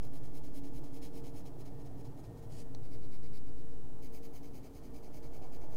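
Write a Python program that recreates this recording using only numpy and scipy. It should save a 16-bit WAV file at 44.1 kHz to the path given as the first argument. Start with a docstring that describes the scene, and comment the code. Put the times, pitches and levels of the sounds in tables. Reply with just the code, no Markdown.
"""Coloured pencil shading paper

A pencil shades a small patch, about ten strokes a second, close by in a quiet room. Friction over the
paper's tooth excites resonances of pencil, paper and cupped hand, which change with the grip.
Midway the hand slides to a new place with one small tick. The desk murmurs under the strokes;
a fan hums, a far motor swells and fades, and the room rumbles."""
import sys
import numpy as np
from scipy import signal
from scipy.fft import rfft, irfft
from scipy.io import wavfile
from scipy.ndimage import uniform_filter1d

SR = 44100
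rng = np.random.default_rng(int(sys.argv[2]) if len(sys.argv) > 2 else 0)


def generate_wav(signal):
    """Clip the signal to [-1, 1] and save it as 16-bit WAV at the path in sys.argv[1]."""
    frames = np.transpose(np.atleast_2d(signal))
    scaled = np.clip(frames, -1, 1) * 32767
    pcm = np.round(scaled).astype(np.int16)
    wavfile.write(sys.argv[1], SR, pcm)


N = 254016

# Resonances of pencil, paper and cupped hand in each grip: pitch_hz, width_hz, gain_db
UPRIGHT = [(2270, 790, -0.5), (3140, 700, -1.5), (3920, 340, 0), (4390, 450, -0.5), (5095, 430, 2),
           (5550, 200, -0.5), (6080, 360, -2), (6710, 900, -0.5), (8260, 630, -2.5), (9550, 670, -3),
           (10860, 1900, -4.5), (11900, 390, -3), (12600, 750, -5.5), (13900, 820, -7), (15300, 1900, -8)]
SLIDING = [(2190, 1200, -1), (3120, 1000, -1), (4711, 1500, 3), (5970, 1023, -1), (6941, 820, 3),
           (8200, 877, 3), (9260, 690, 0), (10662, 1925, -0.5), (13250, 4200, -9)]
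FLAT = [(2220, 506, 2.5), (4100, 1500, -1.5), (4730, 500, 0.5), (5360, 1200, -3.5), (7400, 2077, -10),
        (9600, 1499, -9), (11421, 1447, -7.5), (14700, 3800, -15)]
TURNED = [(2273, 540, 2), (3070, 360, -2.5), (3930, 320, -4.5), (4620, 1050, -2), (5140, 830, -4.5),
          (6100, 580, -1.5), (6640, 810, -2.5), (8100, 650, -7), (9340, 1150, -7), (11375, 4000, -9.5),
          (12700, 700, -8), (13900, 600, -6), (14800, 1300, -4.5)]
# Grips in turn: start_s, resonances, forward_over_back_treble_db
GRIPS = [(0, UPRIGHT, 3), (2.47, SLIDING, -10), (2.72, FLAT, 2), (3.95, TURNED, 3)]
# Runs of alternating strokes; a crest is the place of the strongest rub, 0-1 along the stroke:
# first_middle_s, count, period_s, slowing_s_per_stroke, contact_s, forward_lag_and_back_lead_s,
# forward_over_back_db, forward_crest, back_crest
STROKE_RUNS = [(.054, 10, .1051, -.001, .076, -.001, 1, .56, .2),
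               (1.056, 4, .113, -.004, .088, 0, -1.5, .58, .25),
               (1.488, 11, .101, -.0008, .052, .014, -1.5, .75, .25),
               (2.847, 9, .0927, .004, .076, -.003, 3, .6, .52),
               (4.053, 18, .1033, -.0005, .076, .002, 1, .48, .3)]
# Strength of the strokes as the hand bears down: time_s, relative_level_db
HAND_PRESSURE = [(0, -67.5), (.22, -68), (.55, -65), (.94, -68), (1.04, -60.5), (1.22, -64.5),
                 (1.65, -66.5), (1.8, -71), (2.25, -70.5), (2.45, -73), (2.85, -71.5), (3.37, -68),
                 (3.48, -75), (3.8, -79), (3.98, -64), (4.85, -68), (5.15, -66.5), (5.76, -69.5)]
# Drags of the lead as the hand moves to a new place: start_s, end_s, crest, relative_level_db
SLIDES = [(2.491, 2.571, 0.5, -66), (2.547, 2.637, 0.55, -61.5)]
# Impact of the pencil: start_s, level_db
TICKS = [(2.7487, -43.5)]
# Its heavily damped modes: pitch_hz, time_constant_s, gain_db
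TICK_MODES = [(600, .0004, 2), (1900, .0003, -9), (4200, .0004, -2), (6000, .00035, -5.5),
              (7900, .0003, -12), (11000, .0001, -10)]
# Reflections from the desk top and a nearby surface: delay_s, gain_db
ECHOES = [(.0027, -14), (.0093, -18)]
# Resonances of the desk: pitch_hz, width_hz, gain_db
DESK_MODES = [(410, 220, 2.5), (630, 256, 0.5), (763, 63, -0.5), (861, 55, -0.5), (992, 99, -9),
              (1230, 345, -16)]
# Murmur of the desk under the hand: time_s, level_db
DESK_LEVELS = [(0, -60), (.6, -62), (1.2, -59), (2.4, -59.5), (3.3, -67), (4.3, -61.5), (4.9, -62),
               (5.5, -57)]
# Tones of the fan and its motor: pitch_hz, level_db
FAN_TONES = [(238, -65.5), (356, -68), (420, -80.5), (460, -62.5), (1183, -88.5), (1577, -93), (1841, -85)]
# Two groups of low room resonances: pitch_hz, width_hz, gain_db
RUMBLE_MODES = [(113.6, 24, -4), (132, 35, 2.5), (169, 26, -6.5)]
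BOOM_MODES = [(276.9, 30.5, 7), (289.2, 38, -5)]
# Their rise and fall: time_s, rumble_db, boom_db
ROOM_LEVELS = [(.15, -49.5, -58), (.45, -56, -54), (1.0, -54, -51), (1.6, -53.5, -58.5), (2.2, -51.5, -56),
               (2.9, -57, -59), (3.6, -57.5, -61), (4.7, -60.5, -58.5), (5.76, -56.5, -60)]
# Spectrum of still air and microphone hiss: frequency_hz, relative_density_db
AIR_SPECTRUM = [(10, 2.5), (25, -5), (45, -3), (62, -6), (78, -13), (170, -15.5), (215, -17.5), (420, -18),
                (560, -32), (1000, -34.5), (1500, -40.5), (2400, -45), (5000, -47), (16000, -49.5)]

FRESH_DB, WORN_DB, WEAR_S = 3, -2, 0.98  # treble of a fresh and a flat edge; time constant of wear
TREBLE_HZ, CUTOFF_HZ = 8500, 15780
FORWARD_LONGER = 0.036  # share of the contact time that forward strokes gain and back strokes lose


def pencil():
    """Friction noise, filtered by resonance: each grip turns up a fresh edge that dulls as it wears."""
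    out, rubs = np.zeros(N), strokes()
    middles_s = [(start + end) / 2 for start, end, *_ in rubs]
    grip_of = np.searchsorted([grip[0] for grip in GRIPS[1:]], middles_s)
    for grip, (grip_start, modes, push_db) in enumerate(GRIPS):
        rasp = resonate(tooth(grains_per_s=20000, spread_db=3, patchy_db=1.17), modes)
        treble = irfft(rfft(rasp) / (1 + (TREBLE_HZ / bins()) ** 8), N)
        for k in np.flatnonzero(grip_of == grip):
            start, end, crest, db, direction = rubs[k]
            freshness = np.exp(-max(start - grip_start, 0) / WEAR_S)
            edge_db = WORN_DB + (FRESH_DB - WORN_DB) * freshness
            treble_gain = undb(edge_db + direction * push_db / 2)
            out += undb(db) * tip_speed(start, end, crest) * (rasp + (treble_gain - 1) * treble)
    return out


def tooth(grains_per_s, spread_db, patchy_db):
    """Shot noise: the lead snaps over paper fibres at random, in smoother and rougher patches."""
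    hit = rng.random(N) < grains_per_s / SR
    size = rng.choice([-1, 1], N) * undb(spread_db * rng.standard_normal(N))
    return hit * size * undb(patchy_db * wander(rate_hz=200))


def strokes():
    """The hand oscillates at a drifting pace. Slides and strokes: start_s, end_s, crest, db, direction."""
    rubs = [(*slide, 1) for slide in SLIDES]
    for first, count, period, slowing, contact, lag, accent_db, forward_crest, back_crest in STROKE_RUNS:
        for k in range(count):
            direction, crest = (1, forward_crest) if k % 2 else (-1, back_crest)
            middle = first + period * k + slowing * k * k / 2 + direction * lag
            half = contact * (1 + direction * FORWARD_LONGER) / 2
            db = np.interp(middle, *np.transpose(HAND_PRESSURE)) + direction * accent_db / 2
            rubs.append((middle - half, middle + half, crest, db, direction))
    return rubs


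def tip_speed(start, end, crest):
    """Friction noise grows in proportion to speed, which rises from rest and falls to zero at the turn."""
    crest_s = start + crest * (end - start)
    progress = np.interp(times(), [start, crest_s, end], [0, .5, 1])
    return np.sin(np.pi * progress)


def tick():
    """Impact on something hard excites damped modes that swell and die within a millisecond or two."""
    out, t = np.zeros(N), times()[:SR // 20]
    ring = sum(undb(db) * np.sin(2 * np.pi * hz * t) * t / tau * np.exp(1 - t / tau)
               for hz, tau, db in TICK_MODES)
    for start_s, db in TICKS:
        i = int(start_s * SR)
        out[i:i + len(t)] -= undb(db) * ring
    return out


def reflect(x):
    """Comb filtering: early echoes from nearby surfaces interfere with the direct sound."""
    response = 1 + sum(undb(db) * np.exp(-2j * np.pi * bins() * delay) for delay, db in ECHOES)
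    return irfft(rfft(x) * response, N)


def desk(stroke_share):
    """Forced vibration: the desk murmurs under the moving hand, a little more during each stroke."""
    motion = unit(sum(tip_speed(start, end, crest) for start, end, crest, _, _ in strokes()))
    body = resonate(tooth(grains_per_s=5000, spread_db=5, patchy_db=0.75), DESK_MODES)
    return body * undb(curve(DESK_LEVELS)) * (1 - stroke_share + stroke_share * motion)


def room():
    """Room resonance: low modes excited by noise rumble and boom at slowly changing levels."""
    rumble = resonate(rng.standard_normal(N), RUMBLE_MODES) * undb(curve(ROOM_LEVELS, column=1))
    boom = resonate(rng.standard_normal(N), BOOM_MODES) * undb(curve(ROOM_LEVELS, column=2))
    return rumble + boom


def fan():
    """Steady rotation radiates faint tones, each broadened by turbulence."""
    return sum(undb(db) * tone(hz, width_hz=10, noise_ratio=.65) for hz, db in FAN_TONES)


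def far_motor(pitch_hz=107.7, start_s=1.55, attack_s=.58, hold_s=.69, release_s=.6, level_db=-53):
    """Periodic vibration of a distant motor: a drone that swells, holds and decays exponentially."""
    age = times() - start_s
    swell = np.clip(age / attack_s, 0, 1)
    fade = np.exp(-np.maximum(age - attack_s - hold_s, 0) / release_s)
    return tone(pitch_hz, width_hz=20, noise_ratio=.55) * swell * fade * undb(level_db)


def air(level_db=-50.5):
    """The noise floor: still air and microphone hiss, strongest in the bass."""
    hz, db = np.transpose(AIR_SPECTRUM)
    spectrum = undb(np.interp(np.log(bins()), np.log(hz), db))
    return unit(irfft(rfft(rng.standard_normal(N)) * spectrum, N)) * undb(level_db)


def mic_drift(corner_hz=0.4, level_db=-29.5):
    """Offset drift: the microphone's zero level wanders slowly, far below hearing."""
    offset = irfft(rfft(rng.standard_normal(N)) / (1 + (bins() / corner_hz) ** 4), N)
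    return unit(offset - offset.mean()) * undb(level_db)


def resonate(x, modes):
    """Resonant filtering: x passes through steep resonances whose powers add; rms 1."""
    f = bins()
    power = sum(undb(2 * db) / (1 + ((f ** 2 - hz ** 2) / (f * width)) ** 2) ** 2
                for hz, width, db in modes)
    return unit(irfft(rfft(x) * np.sqrt(power), N))


def tone(hz, width_hz, noise_ratio):
    """Line broadening: turbulence surrounds a sine with a narrow band of noise; rms 1."""
    line = np.sin(2 * np.pi * (hz * times() + rng.random()))
    band = resonate(rng.standard_normal(N), [(hz, width_hz, 0)])
    return unit(unit(line) + noise_ratio * band)


def wander(rate_hz):
    """Random steps smoothed into ramps; rms 1."""
    hold = int(SR / rate_hz)
    steps = np.repeat(rng.standard_normal(N // hold + 1), hold)
    return unit(uniform_filter1d(steps, hold)[:N])


def curve(rows, column=1):
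    """One column of a timed table, interpolated at every sample."""
    columns = np.transpose(rows)
    return np.interp(times(), columns[0], columns[column])


def undb(db):
    """Decibels to amplitude ratio."""
    return 10 ** (np.asarray(db) / 20)


def unit(x):
    """Scale to rms 1."""
    return x / np.sqrt(np.mean(x ** 2))


def times():
    """The time of every sample in seconds."""
    return np.arange(N) / SR


def bins():
    """The frequency of every spectral bin in hertz, kept above zero."""
    return np.maximum(np.arange(N // 2 + 1), 1) * SR / N


def scene():
    """Superposition: pencil, desk and background add at one microphone."""
    near = reflect(undb(1.74) * pencil() + tick())
    murmur = desk(stroke_share=0.08)
    background = air() + room() + far_motor() + fan() + mic_drift()
    return (near + murmur + background)[None]


def record(dry):
    """Band limiting: a steep low-pass filter removes the highest treble."""
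    return signal.sosfilt(signal.ellip(10, .1, 70, CUTOFF_HZ, fs=SR, output="sos"), dry)


dry = scene()
out = record(dry)
generate_wav(out)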